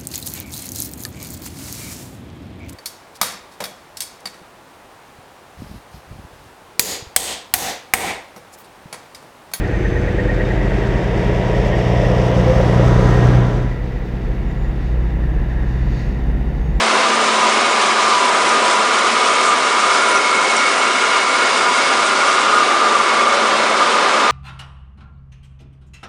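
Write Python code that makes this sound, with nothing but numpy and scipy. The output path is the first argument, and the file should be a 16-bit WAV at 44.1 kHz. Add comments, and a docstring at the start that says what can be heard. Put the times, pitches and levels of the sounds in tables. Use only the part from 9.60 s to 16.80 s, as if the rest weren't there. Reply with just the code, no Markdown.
"""A six-cylinder diesel truck pulls a livestock trailer past at walking pace: its firings roar and
clatter, the stacks boom, the turbo hisses and the belt chirps over a deep drone. Near 3 s dull knocks
pass with the cab. Around 4 s the scene dissolves to the same truck farther off, turning onto a highway.
A second engine revs up; then come thin brake squeals and short puffs of brake air,
while the truck slowly gains revs."""
import sys
import numpy as np
from scipy.fft import rfft, irfft, next_fast_len
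from scipy.io import wavfile
from scipy.ndimage import uniform_filter1d, map_coordinates

SR = 44100
rng = np.random.default_rng(int(sys.argv[2]) if len(sys.argv) > 2 else 0)


def dump(signal):
    """Clip the signal to [-1, 1] and save it as 16-bit WAV at the path in sys.argv[1]."""
    limited = np.clip(np.atleast_2d(signal).T, -1, 1)
    pcm = np.round(limited * 32767).astype(np.int16)
    wavfile.write(sys.argv[1], SR, pcm)


N = 317520
TIME = np.arange(N) / SR
DISSOLVE_S = (3.696, 4.24)  # the close pass fades into the distant view


def amp(db):
    """Amplitude ratio of a level in decibels."""
    return 10 ** (np.asarray(db) / 20)


def unit(x):
    """Normalisation to rms 1."""
    return x / np.sqrt(np.mean(x ** 2) + 1e-20)


def along(points, hz):
    """Gain interpolated between (f/Hz, level/dB) points on a logarithmic frequency axis."""
    f, db = np.transpose(points)
    return amp(np.interp(np.log(hz + 1), np.log(f + 1), db))


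def curve(points):
    """Linear interpolation of (t/s, value) points at every sample."""
    return np.interp(TIME, *np.transpose(points))


def bell(offset, sigma):
    """Gaussian window, 1 at offset 0."""
    return np.exp(-(offset / sigma) ** 2 / 2)


def wobble(rate):
    """Random modulation: a smooth curve with rate knots a second."""
    return map_coordinates(rng.standard_normal(int(N * rate / SR) + 4), [TIME * rate])


def filtered(x, response):
    """Linear filtering: the spectrum of x times a frequency response."""
    size = next_fast_len(N + SR // 2)
    return irfft(rfft(x, size) * response(np.fft.rfftfreq(size, 1 / SR)), size)[:N]


def noise(spectrum):
    """Coloured noise of rms 1, shaped by (f/Hz, level/dB) points."""
    return unit(filtered(rng.standard_normal(N), lambda hz: along(spectrum, hz)))


def narrow(hz, width_hz):
    """Narrow-band noise of rms 1: one randomly excited resonance."""
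    return unit(filtered(rng.standard_normal(N), lambda f: np.exp(-((f - hz) / width_hz) ** 2)))


def tone(turns):
    """Sinusoid of rms 1 with a random starting phase."""
    return np.sqrt(2) * np.sin(2 * np.pi * (turns + rng.random()))


def afar():
    """Linear crossfade: 0 beside the road, 1 in the distant view."""
    return np.interp(TIME, DISSOLVE_S, [0, 1])


def passing(loudest_s, near_db, half_power_s, far_db):
    """Spherical spreading: pressure goes as 1 / distance during the pass, then is steady from afar."""
    near = amp(near_db) / np.hypot(1, (TIME - loudest_s) / half_power_s)
    return np.hypot((1 - afar()) * near, afar() * amp(far_db))


def road_bounce(hz, delay_s=0.00108):
    """Comb filtering: the reflection off the asphalt interferes with the direct sound."""
    # strength of the reflection: f/Hz, level/dB
    asphalt = [(500, -20), (1300, -20), (2300, -18), (3300, -11), (4200, -17), (5200, -12), (7000, -15)]
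    return 1 + along(asphalt, hz) * np.exp(-2j * np.pi * hz * delay_s)


def lift(hz):
    """Resonance: the decibels a harmonic gains as the revs sweep it through a mode."""
    # modes of pipes and panels: f/Hz, width/Hz, lift/dB
    modes = [(124.24, 3.1, 7.5), (177.7, 1.74, 4.5), (254.6, 7.4, 16), (380, 7.4, 3), (480, 11, 4),
             (506, 8.9, 6.5), (547, 6, 1.5)]
    return sum(db / (1 + (2 * (hz - centre) / width) ** 2) for centre, width, db in modes)


def firings(cycles, repeat, punch, uneven_db, fade):
    """Pulse-modulated noise: one burst a firing, decaying over fade firing intervals."""
    pattern = rng.standard_normal(4410)
    periodic = unit(map_coordinates(pattern, [cycles % 1 * len(pattern)], mode="grid-wrap"))
    grit = np.sqrt(repeat) * periodic + np.sqrt(1 - repeat) * rng.standard_normal(N)
    imbalance = np.array([1, -1, .5, -1, 1, -.5])  # of the six cylinders
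    number, age = np.divmod(cycles * 6, 1)
    strength = amp(uneven_db * imbalance[number.astype(int) % 6])
    return unit(grit * (1 + punch * strength * np.exp(-age / fade)))


def radiated(x, lo_hz, hi_hz):
    """Directivity: a band of engine noise changes colour with the side the truck shows."""
    # ringing engine covers: f/Hz, width/Hz, level/dB re the broad noise
    cover_modes = [(556, 130, -23), (1910, 140, -11.5), (3670, 446, -4), (4550, 320, -8), (5300, 500, -15),
                   (6217, 320, -8), (7560, 2300, -4)]
    # engine spectrum from each side and from afar: f/Hz, level/dB
    front_db = [(120, -33), (200, 2), (253, -7), (320, 2), (435, -4), (485, -6.5), (530, -6), (1220, -15.5),
                (1630, -9), (1880, -11), (2210, -13), (3010, -22.5), (3600, -26), (6190, -35.5),
                (15000, -59.5)]
    flank_db = [(120, -24), (200, 0), (231, -12.5), (298, -3), (383, -5), (412, -3), (602, -2),
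                (1490, -25.5), (1910, -18.5), (2510, -24.5), (3290, -26), (4160, -36), (5450, -30.5),
                (6900, -43.5), (15000, -61)]
    rear_db = [(120, -35), (200, -2), (211, -13), (235, -1), (430, -1), (521, -5), (708, -7.5), (789, -9.5),
               (864, -11), (1660, -16.5), (1750, -19.5), (1880, -18), (2600, -26), (6190, -28), (6900, -36),
               (15000, -50.5)]
    far_db = [(120, -21), (200, 0.5), (250, -5.5), (350, -3), (430, -7.5), (500, -11), (620, -13),
              (900, -12), (1250, -16.5), (1400, -14), (1510, -17.5), (1630, -15), (2000, -15.5),
              (2600, -21.5), (3300, -29), (3700, -33.5), (4100, -39), (6300, -48.5), (8000, -59),
              (15000, -77)]
    # when each of the views below is heard alone: t/s
    facing = [.7, 2.35, 3.45, 3.95, 4.15, 5.8]
    band = lambda hz: 1 / np.sqrt((1 + (lo_hz / (hz + 1)) ** 12) * (1 + (hz / hi_hz) ** 12))
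    covers = lambda hz: 1 + sum(amp(db) / (1 + (2 * (hz - f) / w) ** 2) for f, w, db in cover_modes)
    x = filtered(x, lambda hz: band(hz) * covers(hz))
    sides = (front_db, flank_db, rear_db, far_db)
    front, flank, rear, far = [unit(filtered(x, lambda hz: along(side, hz))) for side in sides]
    views = [front, flank, rear, rear, far, unit(filtered(far, road_bounce))]
    return sum(view * np.interp(TIME, facing, share) for view, share in zip(views, np.eye(len(views))))


def roar(cycles, speed, effort_db=0.2):
    """Combustion noise with engine harmonics, louder by effort_db per cycle/s gained in a second."""
    # lines of uneven cylinders and gears: order, approaching level/dB, receding level/dB (re the noise)
    side_orders = [(7, -38, -6), (8, -20, -10.5), (9, -17, -19), (11, -30, -18), (13, -11, -11.5),
                   (14, -9, -15), (15, -13.5, -7), (20, -13, -23.5), (21, -10, -31), (30, -20.5, -28),
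                   (32, -26, -24.5), (36, -20, -21), (48, -15.5, -20.5), (60, -19.5, -22.5)]
    effort = np.maximum(uniform_filter1d(np.gradient(speed) * SR, size=SR // 3), 0)
    combustion = radiated(firings(cycles, repeat=0.41, punch=0.38, uneven_db=-2.5, fade=0.63), 200, 818)
    away = np.interp(TIME, [1.6, 3], [0, 1])
    lines = np.zeros(N)
    for order, ahead, behind in side_orders:
        db = ahead + (behind - ahead) * away + lift(order * speed) + 0.7 * wobble(1.94)
        lines += amp(db) * tone(order * cycles)
    gain = passing(loudest_s=3.5, near_db=-19.5, half_power_s=2, far_db=-32.5)
    return gain * amp(effort_db * effort) * (combustion + lines)


def clatter(cycles, turn_away_s=6.5, loss_db_per_s=2.5):
    """Impact noise of injectors and valves, fading as the distant truck turns its grille away."""
    impacts = radiated(firings(cycles, repeat=0.424, punch=0.305, uneven_db=3.5, fade=0.098), 880, 3420)
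    turned = amp(-loss_db_per_s * np.maximum(TIME - turn_away_s, 0))
    gain = passing(loudest_s=3.5, near_db=-27.5, half_power_s=2, far_db=-41.5)
    return gain * turned * (impacts + belt_rasp(cycles))


def belt_rasp(cycles, overtone_db=-14, pulse_db=2.5):
    """Forced vibration: the slipping belt rasps in two narrow bands, hardest once a cycle."""
    ring = narrow(hz=1903, width_hz=140) + amp(overtone_db) * narrow(hz=3650, width_hz=210)
    pulse = amp(pulse_db * (tone(cycles) + tone(2 * cycles)))
    gain = passing(loudest_s=1.16, near_db=-11, half_power_s=1.1, far_db=-12.5)  # re the clatter
    return gain * unit(pulse * ring)


def turbo(cycles):
    """Flow noise: the turbo's air hisses, pulsing with the firings and surging once a cycle."""
    # change of the hiss as the truck turns: t/s, level/dB
    treble = [(0, 0), (2.4, -0.5), (2.85, -1), (3.6, 0.5), (3.85, -1.5), (4.15, 2.5), (4.8, 1.5),
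              (5.45, -1.5), (6.1, 0.5), (7.1, -1.5)]
    air = radiated(firings(cycles, repeat=.1, punch=.35, uneven_db=4, fade=.3), 4000, 16000)
    swish_db = 0.5 * tone(cycles) + 0.77 * wobble(25.08)
    gain = passing(loudest_s=3, near_db=-41.5, half_power_s=1.06, far_db=-55.5)
    return gain * amp(swish_db + curve(treble)) * air


def exhaust(cycles, speed):
    """Superposition: three harmonics of the stacks crest together as each cylinder blows down."""
    # exhaust lines: order, loudest t/s, near level/dB, time to half power/s, far level/dB
    stacks = [(6, 2.94, -22, 1.35, -37.5), (12, 3.6, -15.5, 0.87, -32), (18, 3.28, -20.5, 0.7, -34.5)]
    crest = cycles - 1 / 36
    out = np.zeros(N)
    for order, *path in stacks:
        gain = passing(*path) * amp(lift(order * speed) + 1.2 * wobble(14))
        out += gain * np.sqrt(2) * np.cos(2 * np.pi * order * crest)
    return out


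def whines(cycles, speed):
    """Engine orders: single harmonics climb with the revs and swell in each resonance."""
    # whining lines: order, loudest t/s, near level/dB, time to half power/s, far level/dB
    lines = [(9, 0.37, -26.5, 0.32, -61), (24, 6.2, -35, 1.4, -49), (42, 1.85, -29, 0.6, -58),
             (50, 2.5, -35.5, 0.18, -56), (51, 2.93, -31.5, 0.23, -61), (54, 0.6, -32, 0.4, -60),
             (54, 2.05, -36, 0.2, -64), (78, 3.6, -37, 0.5, -57.5), (96, 1.8, -39, 0.2, -68),
             (96, 3.6, -35.5, 0.5, -66), (100, 3.4, -38, 0.21, -75), (116, 1.32, -44, 0.08, -75),
             (160, 3.75, -38.5, 0.35, -56)]
    out = np.zeros(N)
    for order, *path in lines:
        gain = passing(*path) * amp(lift(order * speed) + 1.8 * wobble(13))
        out += gain * tone(order * cycles + 0.03 * wobble(35))
    return out


def drone(near_hz=44.6, far_hz=43, growth_db_per_s=1.6):
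    """Amplitude and frequency modulation: a deep tone wavers, and grows in the distant view."""
    hz = near_hz + (far_hz - near_hz) * afar() + 0.96 * wobble(6.3)
    growth = amp(growth_db_per_s * np.maximum(TIME - DISSOLVE_S[1], 0))
    gain = passing(loudest_s=5.5, near_db=-20, half_power_s=5, far_db=-27)
    return gain * growth * amp(1.3 * wobble(4.9)) * tone(np.cumsum(hz) / SR)


def rumble(near_db=-25.5, far_db=-26):
    """Incoherent addition: two low noises, near and far, crossfade in power."""
    # rumble spectra: f/Hz, level/dB
    near_spectrum = [(15, -17), (28, -13), (42, 10.5), (70, 1), (92, -7.5), (135, -7), (165, -8), (200, -6),
                     (260, -12.5), (400, -33), (800, -120)]
    far_spectrum = [(12, -26), (22, -7), (31, -5), (39, 7), (48, -5.5), (72, -10.5), (98, -15), (145, -20),
                    (172, -23), (200, -13.5), (260, -21), (400, -45), (800, -120)]
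    near = np.sqrt(1 - afar()) * amp(near_db) * noise(near_spectrum)
    return near + np.sqrt(afar()) * amp(far_db) * noise(far_spectrum)


def belt(sigma_s=.008, sag_hz_per_s=300, rough_turns=.1):
    """Friction under load: slick spots on the belt chirp in short, rough notes that sag a little."""
    # chirps: t/s, f/Hz, peak level/dB
    chirps = [(.045, 1870, -27), (.146, 1862, -26), (.26, 1858, -22), (0.37, 1865, -23.5),
              (.487, 1880, -24.5), (0.596, 1860, -20.5), (.7, 1865, -20), (.809, 1880, -21),
              (.86, 3660, -40), (.912, 1865, -23.5), (.965, 3700, -43), (1.014, 1905, -25.5),
              (1.117, 1920, -32), (1.223, 1890, -30), (1.395, 1865, -31), (1.689, 1900, -31),
              (1.815, 1900, -35), (1.95, 1870, -26.5), (2.052, 1870, -28), (2.139, 1860, -24),
              (2.365, 1890, -28), (2.45, 1880, -24.5), (2.572, 1870, -31), (3.251, 1870, -33),
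              (3.36, 1870, -31), (3.531, 1875, -27), (3.627, 1870, -26.5), (4.118, 1960, -36),
              (4.171, 1930, -38), (4.216, 1960, -38), (4.32, 1960, -39), (4.369, 1940, -39),
              (4.906, 1950, -39), (4.96, 1950, -40), (5.053, 1910, -38), (5.23, 1900, -38),
              (5.336, 1930, -45), (5.534, 1910, -40), (5.636, 1900, -38), (5.914, 1850, -37),
              (6.012, 1900, -42), (6.209, 1890, -39), (6.403, 1870, -38), (6.562, 1920, -39),
              (6.7, 1925, -41)]
    out, slip = np.zeros(N), rough_turns * wobble(420)
    for s, hz, db in chirps:
        during = np.abs(TIME - s) < 5 * sigma_s
        offset = TIME[during] - s
        turns = np.cumsum(hz - sag_hz_per_s * offset) / SR + slip[during] + rng.random()
        out[during] += amp(db) * bell(offset, sigma_s) * np.sin(2 * np.pi * turns)
    return out


def whirrs():
    """Directional radiation: whirrs swell and fade as the truck turns its ringing parts outward."""
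    # hollow to metallic swells: loudest t/s, sigma/s, level/dB, f/Hz, width/Hz
    swells = [(.33, .14, -54, 6150, 130), (.75, .14, -33, 505, 30), (2.12, .12, -29, 570, 45),
              (2.92, .2, -27, 520, 35), (3.36, .15, -33, 1250, 300), (3.5, .22, -37, 1870, 40),
              (4.25, .11, -37, 490, 25), (4.62, .1, -41, 490, 20), (5.5, .12, -39, 345, 18),
              (6.03, .3, -43, 1750, 230), (6.78, .07, -37, 383, 16)]
    return sum(amp(db) * bell(TIME - s, sigma) * narrow(hz, width) for s, sigma, db, hz, width in swells)


def knocks(attack_s=0.00093, thud_t60_s=0.025):
    """Damped oscillation: as the cab rolls by, each knock is a short thud and one hollow ring."""
    # knocks: t/s, level/dB, f/Hz, t60/s, thud level/dB re the ring
    hits = [(2.697, -13.5, 518, 0.15, -7), (2.872, -9, 523, 0.11, -12), (2.899, -14, 517, 0.09, -7),
            (3.001, -7, 550, 0.072, -3.5), (3.195, -11.5, 542, 0.092, -13), (3.387, -10.5, 526, 0.085, -7)]
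    # thud spectrum: f/Hz, level/dB
    thud_spectrum = [(80, -25), (300, -1), (800, 1), (1600, -13), (5000, -48)]
    out, dull_noise = np.zeros(N), noise(thud_spectrum)
    for s, db, hz, t60, thud_db in hits:
        during = (TIME >= s) & (TIME < s + t60)
        age = TIME[during] - s
        ring = amp(-60 * age / t60) * np.sin(2 * np.pi * hz * age)
        thud = amp(thud_db - 60 * age / thud_t60_s) * dull_noise[during]
        out[during] += amp(db) * (1 - np.exp(-age / attack_s)) * (ring + thud)
    return out


def growl(cycles, level_db=-40, centre_hz=393, sigma_hz=110):
    """Roughness: from afar, the uneven firings modulate a band in the lower middle range."""
    bursts = firings(cycles, repeat=.35, punch=3, uneven_db=4, fade=.25)
    return afar() * amp(level_db) * unit(filtered(bursts, lambda hz: bell(hz - centre_hz, sigma_hz)))


def second_engine(idle_hz=8.45, top_hz=9.72, idle_db=-30.5, top_db=-20, mid_rise_s=4.62, rise_s=0.3555):
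    """Harmonic series: another distant diesel's low lines rise and grow with its cycle rate."""
    # engine lines: order, relative level/dB
    lines = [(4, -10.5), (6, 0), (8, -16.5), (14, -18), (15, -22), (16, -10), (17, -26), (30, -25.5),
             (32, -35)]
    revved = (1 + np.tanh((TIME - mid_rise_s) / rise_s / 2)) / 2
    cycles = np.cumsum(idle_hz + (top_hz - idle_hz) * revved) / SR
    gain = afar() * amp(idle_db + (top_db - idle_db) * revved)
    return gain * sum(amp(db + 1.64 * wobble(5.8)) * tone(order * cycles) for order, db in lines)


def brake_squeals():
    """Friction-excited vibration: the shoes sing briefly on their drums."""
    # squeals: start t/s, end t/s, start f/Hz, end f/Hz, level/dB
    squeals = [(4.86, 4.94, 7010, 6960, -66), (4.96, 5.11, 6950, 6910, -66),
               (6.99, 7.14, 6350, 6690, -63.5), (7.12, 7.22, 7200, 7260, -68)]
    out = np.zeros(N)
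    for start, end, start_hz, end_hz, db in squeals:
        progress = np.clip((TIME - start) / (end - start), 0, 1)
        hz = start_hz + (end_hz - start_hz) * progress + 15 * wobble(50) + 60 * wobble(1500)
        arch = np.sqrt(np.abs(np.sin(np.pi * progress)))
        out += amp(db + 2.6 * wobble(30)) * arch * tone(np.cumsum(hz) / SR)
    return out


def brake_air():
    """Jet noise: released air escapes in soft puffs and reflects off the road."""
    # puffs: t/s, level/dB, time constant of swell and fade/s
    puffs = [(5.26, -52, 0.089), (6.1, -57, .15), (6.4, -44, 0.11)]
    # spectrum of the air: f/Hz, level/dB
    air_spectrum = [(1000, -21), (2500, 8), (3300, -8), (3800, 0), (4150, 1), (4600, 1), (5100, -4),
                    (5600, -5), (5950, -9), (6400, -5), (8500, -23), (15000, -37)]
    envelope = sum(amp(db) * np.exp(-np.abs(TIME - s) / fade) for s, db, fade in puffs)
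    return envelope * filtered(noise(air_spectrum), road_bounce)


def scene():
    """Superposition of all sources; one crankshaft times the truck's firings and harmonics."""
    # rate of four-stroke cycles, six firings each (an order is a multiple of it): t/s, f/Hz
    cycle_rate = [(0.0, 8.81), (0.35, 8.84), (0.9, 9.46), (1.5, 9.83), (2.3, 10.01), (3.1, 10.08),
                  (3.9, 10.26), (4.25, 10.16), (5.4, 10.14), (6.35, 10.35), (6.8, 10.69), (7.2, 10.88)]
    speed = curve(cycle_rate)
    cycles = np.cumsum(speed * (1 + 0.000936 * wobble(12))) / SR
    engine = roar(cycles, speed) + clatter(cycles) + turbo(cycles)
    tones = exhaust(cycles, speed) + whines(cycles, speed)
    lows = drone() + rumble()
    details = belt() + whirrs() + knocks()
    distant = growl(cycles) + second_engine() + brake_squeals() + brake_air()
    return (engine + tones + lows + details + distant)[None]


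def record(dry, hiss_db=-63.5, top_hz=15720):
    """Self-noise and bandwidth: the microphone adds faint white hiss, and nothing above top_hz passes."""
    hiss = amp(hiss_db) * rng.standard_normal(N)
    return filtered(dry[0] + hiss, lambda hz: hz < top_hz)[None]


dry = scene()
out = record(dry)
dump(out)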